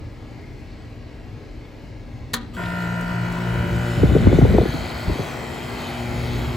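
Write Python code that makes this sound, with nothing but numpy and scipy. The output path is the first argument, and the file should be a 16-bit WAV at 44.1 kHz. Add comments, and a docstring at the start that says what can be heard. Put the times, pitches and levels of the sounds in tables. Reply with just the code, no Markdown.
"""Distant machines drone over a deep rumble, with faint chirps; then an old outdoor air conditioner starts
close by, beside a wall. The contactor clacks and the cabinet rings; the compressor, built from harmonics
of its shaft, buzzes in, then mellows as pressure builds. Filtered noise makes the gas hiss and the fan air.
The fan's blade tones rise in pitch, and gusts flutter across the microphone pair as falling sines in noise."""
import sys
import numpy as np
from scipy import signal
from scipy.fft import rfft, irfft
from scipy.io import wavfile
from scipy.ndimage import uniform_filter1d

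SR = 44100
rng = np.random.default_rng(int(sys.argv[2]) if len(sys.argv) > 2 else 0)


def digitize_waveform(pressure):
    """Quantize a signal to 16-bit integers and store it at the path in sys.argv[1].

    Rows of a 2-D input are taken as channels; values are limited to [-1, 1].
    """
    field = np.atleast_2d(pressure).T
    bounded = np.clip(field, -1, 1)
    quanta = np.round(bounded * 32767).astype(np.int16)
    wavfile.write(sys.argv[1], SR, quanta)


N = 289296
T = np.arange(N) / SR  # time of every sample (s)
HZ = np.fft.rfftfreq(N, 1 / SR)  # frequency of every spectrum bin

START_S = 2.567  # the motors switch in
BUZZ_ATTACK_S, SPIN_UP_S = 0.0033, 0.6  # time constants of the compressor's and the fan's start
FREE_SHAFT_HZ, LOADED_SHAFT_HZ = 58.47, 58.345  # the shaft sags as the pressure builds
VALVE_LAG_TURNS = .5  # how long after the knock the discharge valve sounds


def amp(db):
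    """Decibels to gain."""
    return 10 ** (np.asarray(db) / 20)


def unit(x):
    """Scales to rms 1."""
    return x / np.sqrt(np.mean(x ** 2) + 1e-20)


def over_hz(points, hz):
    """Reads a spectrum on a log-frequency axis."""
    f, value = np.transpose(points)
    return np.interp(np.log(hz + 1), np.log(f + 1), value)


def over_time(points, column=1):
    """Reads one column of a control curve at every sample."""
    rows = np.transpose(points)
    return np.interp(T, rows[0], rows[column])


def add(mix, s, sound):
    """Mixes a sound in at time s."""
    part = mix[round(s * SR):][:len(sound)]
    part += sound[:len(part)]


def rise(s, width_s):
    """An S-curve from 0 to 1, halfway at time s."""
    return .5 + .5 * np.tanh((T - s) / (2 * width_s))


def onset(s, attack_s):
    """Nothing before time s, then an exponential approach to 1."""
    return 1 - np.exp(-np.maximum(T - s, 0) / attack_s)


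def drift(per_s):
    """Random wandering around 0: per_s normal draws a second, joined by straight lines."""
    knots = rng.standard_normal(1024)
    return np.interp(T * per_s, np.arange(len(knots)), knots)


def noise(spectrum, apart, patchy_db=0, ripple_db=0):
    """Two-channel noise shaped in dB per Hz, with drifting patches and a fixed, random fine ripple over frequency.

    The share `apart` of its power is opposite in the two channels.
    """
    common, own = rng.standard_normal((2, N))
    apart = np.clip(apart, 0, 1)
    pair = np.sqrt(1 - apart) * common + np.sqrt(apart) * np.array([own, -own])
    z = signal.stft(pair, nperseg=1024)[2]
    blur = np.outer(np.hanning(7), np.hanning(30))
    patches = signal.fftconvolve(rng.standard_normal(z.shape[1:]), blur, "same")
    pair = signal.istft(z * amp(patchy_db * unit(patches)), nperseg=1024)[1][:, :N]
    ripple = np.interp(HZ, np.linspace(0, SR / 2, 600), rng.standard_normal(600))
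    gain = amp(over_hz(spectrum, HZ) + ripple_db * ripple)
    return irfft(rfft(pair) * gain, N) * np.sqrt(SR / 2)


def tone(turns, db, in_step=False):
    """A sine of the given rms level, at a chance phase unless it runs in step with its drive."""
    phase = 0 if in_step else rng.random()
    return np.sqrt(2) * amp(db) * np.sin(2 * np.pi * (turns + phase))


def strokes(turns, orders, smear, apart, size=4096):
    """One ringing knock a turn; smear scatters the orders' phases, apart sets the channels against each other."""
    order, db = np.transpose(orders)
    shared, own = rng.standard_normal((len(order), 2)).T
    phase = smear * shared + apart * np.array([own, -own])
    lines = np.zeros((2, size // 2 + 1), complex)
    lines[:, np.rint(order).astype(int)] = amp(db) * np.exp(1j * phase)
    cycle = irfft(lines) * size / np.sqrt(2)
    return np.array([np.interp(turns % 1, np.arange(size) / size, c) for c in cycle])


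def warming(turns, orders, warm, smear, apart):
    """A knock whose orders pass from their cold levels to their warm ones."""
    out = np.zeros((2, N))
    for k, cold_db, warm_db in orders:
        shared, own = rng.standard_normal(2)
        phase = smear * shared + apart * np.array([[own], [-own]])
        level = amp(cold_db + (warm_db - cold_db) * warm)
        out += np.sqrt(2) * level * np.cos(2 * np.pi * round(k) * turns + phase)
    return out


def pressure():
    """Head pressure climbs along an S-curve, from 0 at rest towards 1 in the steady run."""
    return rise(4.55, 0.497)


def shaft_turns(overshoot_turns=0.06, overshoot_s=0.098):
    """Turns of the compressor shaft since the start; it gains a little extra at first."""
    turns = np.cumsum(FREE_SHAFT_HZ + (LOADED_SHAFT_HZ - FREE_SHAFT_HZ) * pressure()) / SR
    return turns - np.interp(START_S, T, turns) - overshoot_turns * (1 - onset(START_S, overshoot_s))


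def compressor(jitter_turns=0.0021, flicker_db=-1.5, stumble_extra=5.7, stumble_s=0.053):
    """Two pistons knock in a steel shell; panel and valves join in, the case rocks and the windings hum."""
    turns, load = shaft_turns(), pressure()
    # no two strokes are quite alike in timing or force, least of all the first few
    stumble = 1 + stumble_extra * (1 - onset(START_S, stumble_s))
    uneven = turns + jitter_turns * stumble * drift(70)
    force = amp(np.sqrt(stumble) * drift(40) + flicker_db * np.sqrt(load) * drift(14))
    buzz = force * (shell_knock(uneven) + panel_buzz(uneven))
    buzz += discharge_valve(turns, load) + valve_chatter(turns, load)
    return onset(START_S, BUZZ_ATTACK_S) * (buzz + motor_hum()) + case_rocking(turns)


def shell_knock(turns):
    """The pistons' knock rings the shell; its overtones shift as it warms, and the whole fades with time."""
    # the knock itself: shaft order, cold level/dB, warm level/dB, before the level curve
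    knock_orders = [(21, -55, -65), (22, -47, -46.5), (23, -46.5, -49.5), (24, -34.5, -41.5),
                    (25, -45.5, -43.5), (26, -45, -45), (27, -58, -62), (28, -56, -48)]
    # its ringing overtones: shaft order, cold level/dB, warm level/dB, before the level curve
    ring_orders = [(29, -60, -59), (30, -46, -47.5), (31, -42.5, -55), (32, -47, -53), (34, -46.5, -48.5),
                   (36, -56, -59), (38, -55, -62), (40, -63, -68), (41, -52, -56), (43, -61, -63),
                   (44, -53, -51), (48, -74, -62), (49, -56, -54), (51, -57, -52), (52, -75, -53)]
    # gain of both, swelling after the start, then fading: t/s, level/dB
    cold_level = [(2.57, -2), (2.66, -0.5), (2.8, 2), (3.1, 0.5), (3.5, 0.5), (3.95, -0.5), (4.4, -4.5),
                  (5.0, -9), (5.6, -26)]
    warm = rise(3.2, 0.2)
    shell = warming(turns, knock_orders, warm, smear=0.2, apart=0.3)
    shell += warming(turns, ring_orders, warm, smear=1.0, apart=0.35)
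    return amp(over_time(cold_level)) * shell


def panel_buzz(turns, lag_turns=.63):
    """A side panel answers late in each turn and the casing grumbles with it, until both die away."""
    # the panel's harmonics: shaft order, level/dB
    panel_orders = [(6, -48), (10, -62), (12, -50), (13, -59), (15, -57), (16, -43), (17, -44), (18, -50.5)]
    # the casing's grumble: f/Hz, level/dB per Hz
    grumble = [(150, -86), (300, -62.5), (480, -75), (620, -65), (850, -84), (1500, -105)]
    panel = strokes(turns - lag_turns, panel_orders, smear=0.3, apart=0.35)
    panel += noise(grumble, apart=0.23, patchy_db=-0.5)
    return (1 - rise(3.84, 0.19)) * panel


def discharge_valve(turns, load, run_db=0.5):
    """The discharge valve rasps under load, and taps brightly, half a turn after the knock."""
    # the shell's lines under pressure, moved to the nearest shaft order: f/Hz, level/dB before the run gain
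    run_lines = [(1340, -55), (1572, -56), (1690, -58), (1981, -55), (2509, -57), (2568, -54.5),
                 (2681, -60), (3031, -57), (3149, -53), (3208, -59.5), (3262, -59), (3731, -62),
                 (3790, -63), (3849, -65), (3962, -62), (5190, -64), (5249, -67), (6880, -70)]
    # the tap's harmonics: shaft order, level/dB before the level curve
    tap_orders = [(73, -88), (74, -54), (75, -79), (76, -65), (77, -66), (78, -65), (79, -65), (80, -63.5),
                  (81, -57), (82, -64), (83, -79)]
    # gain of the tap: t/s, level/dB
    tap_level = [(2.9, -22), (3.2, -14), (4.55, -11), (4.72, 2), (4.95, 2.5), (5.2, 2.5), (5.42, -14),
                 (5.75, 1), (6.15, -2.5), (6.56, -4)]
    valve_turns = turns - VALVE_LAG_TURNS
    run_orders = np.array(run_lines) / [LOADED_SHAFT_HZ, 1]
    rasp = strokes(valve_turns, run_orders, smear=0.49, apart=0.22)
    taps = strokes(valve_turns + 0.00093 * drift(58), tap_orders, smear=0.17, apart=0.28)
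    return load * amp(run_db + drift(12)) * rasp + amp(over_time(tap_level)) * taps


def valve_chatter(turns, load, uneven_db=3, shimmer_hz=0.33, start_db=0.5, fade_db=4.5, attack_s=0.048):
    """The valves chatter on the shaft orders from 4 to 259, softer as pressure builds."""
    # envelope over the orders: f/Hz, level/dB an order, before unevenness and gain
    valves = [(230, -53), (450, -79), (620, -45), (800, -62), (1150, -77), (1450, -56), (1650, -68),
              (2000, -55.5), (2750, -62), (3100, -68), (3900, -73), (4600, -69), (5600, -78), (15000, -103)]
    order = np.arange(4, 260)
    out = np.zeros((2, N))
    # three patterns melt steadily into one another
    for k in range(3):
        db = over_hz(valves, order * LOADED_SHAFT_HZ)
        db = db + uneven_db * (rng.standard_normal(len(order)) - .5)
        share = np.cos(np.pi * (shimmer_hz * T + k / 3)) * np.sqrt(2 / 3)
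        out += share * strokes(turns, np.c_[order, db], smear=1.94, apart=0.58)
    return onset(START_S, attack_s) * amp(start_db - fade_db * load) * out


def motor_hum(mains_hz=60):
    """Magnetic hum of the windings on mains multiples; the shaft slips behind, so the two throb."""
    # multiple of the mains, level/dB, swells at t/s, rise time/s, level lost in the lull/dB
    hum_tones = [(2, -28.5, 3.08, 0.19, 29), (4, -34, 3.63, 0.35, 8.5), (6, -39.5, 3.24, 0.074, 7.5)]
    mains = mains_hz * (T - START_S)
    lull = rise(4.68, 0.12) - rise(5.805, 0.12)  # the hum sinks for a while
    hum = 0
    for k, db, s, rise_s, lull_db in hum_tones:
        hum = hum + rise(s, rise_s) * tone(round(k) * mains, db - lull_db * lull, in_step=True)
    return hum


def case_rocking(turns, sway_turns=0.024):
    """The case rocks on its feet at low shaft orders, then settles."""
    # shaft order, level/dB, swells at t/s, rise time/s, settles at t/s, settled level/dB
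    rocking = [(1, -34, 3.5, 0.37, 4.87, -49), (2, -33, 2.6, 0.055, 4.35, -47),
               (3, -27.8, 2.564, 0.081, 4.24, -49), (6, -30, 3.62, 0.11, 4.06, -54.5),
               (8, -35, 3.6, .1, 4.1, -72), (10, -39, 3.55, 0.052, 4.57, -58)]
    swaying = turns + sway_turns * drift(22)
    return sum(swell_and_settle(*level) * tone(round(k) * swaying, 0, in_step=True) for k, *level in rocking)


def swell_and_settle(db, swell_s, rise_s, settle_s, settled_db, settling_s=0.16):
    """A gain that swells after the start and moves to its running level."""
    level = amp(db + (settled_db - db) * rise(settle_s, settling_s))
    return onset(START_S, BUZZ_ATTACK_S) * rise(swell_s, rise_s) * level


def contactor(crack_t60=0.048, tail_db=-12.0, tail_t60=0.28, ring_db=-32.5, dull_hz=3500, rattle_db=3.0):
    """The relay slams and bounces as decaying noise (t60 in s); the cabinet rings and rattles."""
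    # the contact closing and bouncing: t/s, level/dB
    clacks = [(2.3347, -6), (2.3382, -1.5), (2.34, -4), (2.349, -16), (2.3635, -20)]
    # colour of the clack: f/Hz, level/dB per Hz, before the blows' levels
    clack_colour = [(90, -50), (300, -59), (460, -51), (680, -68), (1150, -50.5), (1450, -47.5),
                    (1780, -48), (2400, -63), (3300, -54), (4100, -50.5), (5100, -63), (6500, -58.5),
                    (11000, -61), (16000, -65)]
    # cabinet modes: f/Hz, level/dB before the ring gain, time to fall 60 dB/s
    cabinet = [(235, -1, 1), (582, -16, 0.44), (764, -12.5, 0.44), (980, -5.5, 0.31), (1226, -8, 0.3),
               (1900, -14, 0.38), (2270, -14, 0.26), (3670, -15, 0.22), (4030, -17, 0.17),
               (4440, -15, 0.14), (6340, 1, 0.048)]
    blows = np.zeros(N)
    for s, db in clacks:
        add(blows, s, amp([db]))
    t = T[:SR]

    def dying(t60):
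        """Adds up the decaying power of all the blows."""
        return np.sqrt(abs(signal.fftconvolve(blows ** 2, amp(-120 * t / t60))[:N]))

    crack = noise(clack_colour, apart=0.11) * dying(crack_t60)
    low_pass = signal.butter(2, dull_hz, fs=SR)
    tail = signal.lfilter(*low_pass, noise(clack_colour, apart=0.35, ripple_db=1.5)) * dying(tail_t60)
    tail *= amp(rattle_db * drift(220))
    ring = np.zeros(N)
    add(ring, clacks[1][0], sum(tone(hz * t, db - 60 * t / t60) for hz, db, t60 in cabinet))
    return crack + amp(tail_db) * tail + amp(ring_db) * ring


def ticks(t60=0.037):
    """Loose metal knocks and ticks as the load comes on: short bursts around one pitch of the sheet metal."""
    # t/s, level/dB, f/Hz
    metal_ticks = [(2.5665, -29.5, 1470), (2.592, -28, 775), (2.629, -20, 372), (2.636, -27, 1495),
                   (2.658, -34, 2960), (2.663, -39, 720), (3.010, -41, 7800), (3.011, -45, 14000),
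                   (3.322, -46, 13500), (3.324, -44, 7600)]
    out, t = np.zeros(N), T[:SR // 10]
    for s, db, hz in metal_ticks:
        band = signal.butter(2, [hz * .75, hz * 1.3], "band", fs=SR)
        burst = signal.lfilter(*band, rng.standard_normal(len(t)))
        add(out, s, unit(burst) * amp(db - 60 * t / t60))
    return out


def refrigerant(puff=0.15, stroke_puff=0.088, song_width_hz=650, song_pulse=0.66, attack_s=0.0025):
    """Gas hisses through the tubing, one puff for each piston stroke, and sings at a moving resonance."""
    # the hiss: f/Hz, level/dB per Hz, before the flow gain
    gas = [(400, -71.5), (900, -72), (1500, -78), (2400, -79), (2800, -79), (3150, -77), (3550, -81),
           (4600, -84), (5800, -91.5), (6300, -86.5), (6750, -88), (7300, -86), (7800, -85.5), (9000, -96),
           (10700, -91.5), (12700, -89), (15600, -96)]
    # the tubing sings higher as pressure builds, then falls back: t/s, f/Hz, level/dB
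    song_curve = [(3.5, 3320, -66), (4.2, 3610, -47), (4.52, 3895, -49.5), (4.72, 4090, -47),
                  (4.95, 4275, -46), (5.2, 4450, -55), (5.42, 3930, -63), (5.95, 3840, -68),
                  (6.33, 3920, -47), (6.56, 3860, -56)]
    idle_db, lead_s, gas_db, growth_db, full_at = -20.5, 0.033, -4.5, 4.5, 0.25
    turns, load = shaft_turns(), pressure()
    puffs = unit(np.exp(stroke_puff * np.cos(2 * np.pi * turns) + puff * np.cos(4 * np.pi * turns)))
    # faint at rest, the hiss opens just before the first knock and grows with pressure
    flow = onset(START_S - lead_s, attack_s) * amp(gas_db + growth_db * np.minimum(load / full_at, 1))
    flow = np.maximum(flow, amp(idle_db))
    hiss = noise(gas, apart=0.02, patchy_db=3.5, ripple_db=2.0) * flow * amp(1.0 * drift(16))
    low_pass = signal.butter(2, song_width_hz / 2, fs=SR)
    flicker = signal.lfilter(*low_pass, rng.standard_normal(N) + 1j * rng.standard_normal(N))
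    # the song swells once a turn, with the stronger piston
    flicker *= np.exp(song_pulse * np.cos(2 * np.pi * (turns - VALVE_LAG_TURNS)))
    carrier = np.exp(2j * np.pi * np.cumsum(over_time(song_curve, column=1)) / SR)
    song = onset(START_S, SPIN_UP_S) * amp(over_time(song_curve, column=2)) * unit((flicker * carrier).real)
    return puffs * hiss + song


def fan(blade_hz=70.3, waver_turns=0.021):
    """The blades gather speed; their tones and the rush of air grow with it."""
    # blade-passing tones at full speed: multiple of the blade rate, level/dB
    blade_tones = [(1, -53), (2, -43.5), (3, -51.5), (5, -49), (9, -52), (10, -58), (12, -50.5)]
    # rushing air at full speed: f/Hz, level/dB per Hz
    air = [(50, -88), (150, -70), (300, -66), (480, -67), (720, -65), (1050, -70), (1350, -71), (1650, -77),
           (1950, -70.5), (2300, -71), (2800, -91), (4000, -86.5), (8000, -102)]
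    speed = onset(START_S, SPIN_UP_S)
    passes = np.cumsum(blade_hz * speed) / SR + waver_turns * drift(8)
    tones = sum(tone(round(k) * passes, db) for k, db in blade_tones)
    rush = noise(air, apart=0.28, patchy_db=1.3) * amp(0.37 * drift(14))
    return speed * (tones + rush)


def wash(lumpy_db=2.5, small_db=-6, spread_db=7, count=70):
    """Fan air buffets the microphone: a rumble, large eddies and a crowd of small ones."""
    # colour of the rumble on the microphone: f/Hz, relative level/dB
    buffet = [(18, -24), (35, -13), (60, 6.5), (110, 0.5), (200, -6.5), (350, -17.5), (600, -23),
              (1000, -39), (2000, -34), (6000, -86)]
    # gusts of fan air: start t/s, length/s, level/dB
    gusts = [(3.509, .3, -28.5), (3.955, .65, -17.5), (4.68, 0.1694, -31), (5.042, .08, -22.5),
             (5.186, .025, -26), (6.06, .5, -30)]
    # the strongest eddies: t/s, level/dB, first f/Hz, last f/Hz, length/s
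    eddies = [(4.011, -22, 170, 110, 0.01), (4.032, -5.5, 504, 64.3, 0.031), (4.105, -15, 460, 330, 0.0096),
              (4.118, -10.5, 202, 91, 0.02), (4.150, -7, 600, 179, 0.013), (4.163, -5, 685, 398, 0.0081),
              (4.167, -5.5, 241, 149, 0.0063), (4.201, -14, 180, 70, 0.008), (4.229, -6, 150, 80, 0.0073),
              (4.269, -3, 720, 146, .011), (4.281, -11, 150, 90, 0.029), (4.315, -10, 460, 250, 0.01),
              (4.327, -6, 720, 207, 0.013), (4.352, -12, 130, 80, 0.037), (4.385, -5.5, 794, 81, 0.017),
              (4.414, -15.5, 860, 647, 0.009), (4.421, -5, 291, 64, 0.037), (4.451, -8.5, 830, 371, 0.0049),
              (4.481, -21, 650, 300, 0.0037), (4.506, -10, 288, 39.8, 0.032),
              (4.538, -16.5, 479, 412, 0.037), (4.547, -4.5, 400, 172, 0.0096),
              (4.581, -14, 1200, 630, 0.0093), (4.584, -4, 420, 348, 0.0082),
              (4.603, -10.5, 180, 109, 0.015), (4.613, -12, 540, 437, 0.0075),
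              (4.627, -12.5, 378, 177, 0.013), (4.633, -18, 600, 447, 0.005),
              (4.654, -12.5, 805, 308.6, 0.0093), (4.690, -13, 190, 120, 0.0086),
              (4.740, -18.5, 320, 253, 0.011), (4.753, -18, 223, 149, 0.008), (5.064, -24, 170, 80, 0.0089),
              (5.080, -10, 140.7, 70, 0.0089), (5.093, -16, 574, 288, 0.012),
              (5.108, -18, 141, 44.8, 0.023), (5.132, -21, 480, 353, 0.0045),
              (5.155, -18, 524, 288, 0.0044), (5.188, -21.5, 620, 392, 0.01), (5.195, -15, 220, 114, 0.013),
              (5.202, -22, 500, 388, 0.0071)]
    attack_s, release_s, breeze_db = 0.029, 0.019, -41
    strength = amp(breeze_db) * onset(START_S, SPIN_UP_S) ** 2
    for s, length, db in gusts:
        strength = strength + amp(db) * onset(s, attack_s) * (1 - onset(s + length, release_s))
    rumble = unit(noise(buffet, apart=0.13))
    # even out the rumble's own level, so that the gusts set it
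    local_power = uniform_filter1d((rumble ** 2).mean(0), 3000)
    rumble *= strength * amp(lumpy_db * drift(25)) / np.sqrt(local_power)
    # small eddies crowd in where the gust is strong
    crowd = np.cumsum(strength ** 1.4)
    place, size, pitch = rng.random((count, 3)).T
    times = np.interp((np.arange(count) + place) / count, crowd / crowd[-1], T)
    levels = 20 * np.log10(np.interp(times, T, strength)) + small_db + spread_db * (.5 - size)
    small = [(s, db, 300 + 500 * b, 150 + 300 * b, .005) for s, db, b in zip(times, levels, pitch)]
    for s, *shape in list(eddies) + small:
        for channel, sound in zip(rumble, eddy(*shape)):
            add(channel, s, sound)
    return rumble


def eddy(db, first_hz, last_hz, length, glide_share=0.2966, attack_s=0.0017, wake_db=-16,
         skew_turns=0.23, rough=0.26, ragged_turns=0.074, churn_hz=520):
    """An eddy sweeps past the ports: a ragged flutter that falls in pitch and leaves a weak wake."""
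    t = T[:SR // 8]
    phase, skew = rng.random(2)
    pitch = last_hz + (first_hz - last_hz) * np.exp(-t / (glide_share * length))
    body = np.exp(-(t / length) ** 2) + amp(wake_db) * np.exp(-t / (3 * length))
    swell = (1 - np.exp(-(t / attack_s) ** 2)) * body
    # turbulence jostles its strength and its timing
    force, slip = (np.interp(t * churn_hz, np.arange(len(knots)), knots)
                   for knots in rng.standard_normal((2, 128)))
    between_ports = skew_turns * (skew - .5) * np.array([[1], [-1]])
    turns = np.cumsum(pitch) / SR + phase + ragged_turns * slip + between_ports
    return amp(db) * swell / swell.max() * (1 + rough * force) * np.sin(2 * np.pi * turns)


def surroundings(waver_turns=0.21):
    """Other machines hum far off, as wavering tones in noise, over a deep rumble.

    The rumble, their lowest bass, is cut by the microphone's wind filter from about 4.8 s.
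    """
    # distant machines: f/Hz, level/dB per Hz
    drone = [(25, -83), (50, -67), (75, -58.5), (115, -57.5), (165, -69.5), (250, -67), (450, -73),
             (580, -76.5), (790, -80.5), (1200, -86.5), (1520, -90), (1690, -82.5), (1780, -94),
             (1900, -84.5), (2200, -84.5), (2330, -88), (2900, -90.5), (3300, -97), (4300, -92),
             (9000, -113), (15000, -125)]
    # their steady tones: f/Hz, level/dB
    drone_tones = [(118, -49.5), (176, -56), (240, -51.5), (292, -53), (310, -53.5), (415, -63),
                   (473.7, -78), (2213, -67)]
    # the deep rumble under them, until the wind filter cuts it: f/Hz, level/dB per Hz
    deep_rumble = [(20, -72), (40, -53.5), (58, -60.5), (100, -76), (400, -130)]
    tones = sum(tone(hz * T + waver_turns * drift(5), db) for hz, db in drone_tones)
    wind_filter = 1 - rise(4.8, .1)
    deep = noise(deep_rumble, apart=.03) * wind_filter
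    return noise(drone, apart=.13, patchy_db=1.6) * amp(.5 * drift(9)) + tones + deep


def chirps(spread=0.088):
    """Faint, breathy chirps far off: narrow bands of noise under short bell-shaped swells."""
    # middle t/s, length/s, f/Hz, level/dB
    far_chirps = [(0.718, 0.074, 4240, -59), (1.66, .06, 3500, -63)]
    out = np.zeros(N)
    for s, length, hz, db in far_chirps:
        band = signal.butter(2, [hz * (1 - spread), hz * (1 + spread)], "band", fs=SR)
        breath = signal.lfilter(*band, rng.standard_normal(N))
        out += unit(breath) * amp(db) * np.exp(-(2 * (T - s) / length) ** 2)
    return out


def scene():
    """All sources at the microphone."""
    machine = compressor() + contactor() + ticks() + refrigerant() + fan()
    return machine + wash() + surroundings() + chirps()


def record(dry, low_cut_hz=33, mono_hz=55, edge_hz=15850):
    """The two ports share the bass and differ above it; loud peaks are rounded off; then the band limit."""
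    # phase between the ports: f/Hz, left lead/rad
    port_phase = [(0, 0), (780, .2), (3100, .5), (6600, 0), (7500, -.25), (9050, -3.14), (10900, -6.28),
                  (13250, -9.42), (15200, -12.57)]
    # balance of the ports: f/Hz, left minus right level/dB
    port_balance = [(60, 1), (270, 2.2), (650, 3), (1000, 4.5), (1350, -1.5), (2000, 1.5), (3200, 2),
                    (5500, 1.5), (9000, 0)]
    z = rfft(dry) / np.sqrt(1 + (low_cut_hz / (HZ + 1)) ** 8)
    z = z.mean(0) + (z - z.mean(0)) * HZ ** 2 / (HZ ** 2 + mono_hz ** 2)
    lead = np.interp(HZ, *np.transpose(port_phase))
    tilt = amp(over_hz(port_balance, HZ) / 2)
    pair = irfft(z * np.array([tilt, np.exp(-1j * lead) / tilt]), N)
    pair /= (1 + (pair / .95) ** 8) ** (1 / 8)
    low_pass = signal.firwin(511, edge_hz, window=("kaiser", 9), fs=SR)
    return signal.oaconvolve(pair, low_pass[None], "same")


dry = scene()
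out = record(dry)
digitize_waveform(out)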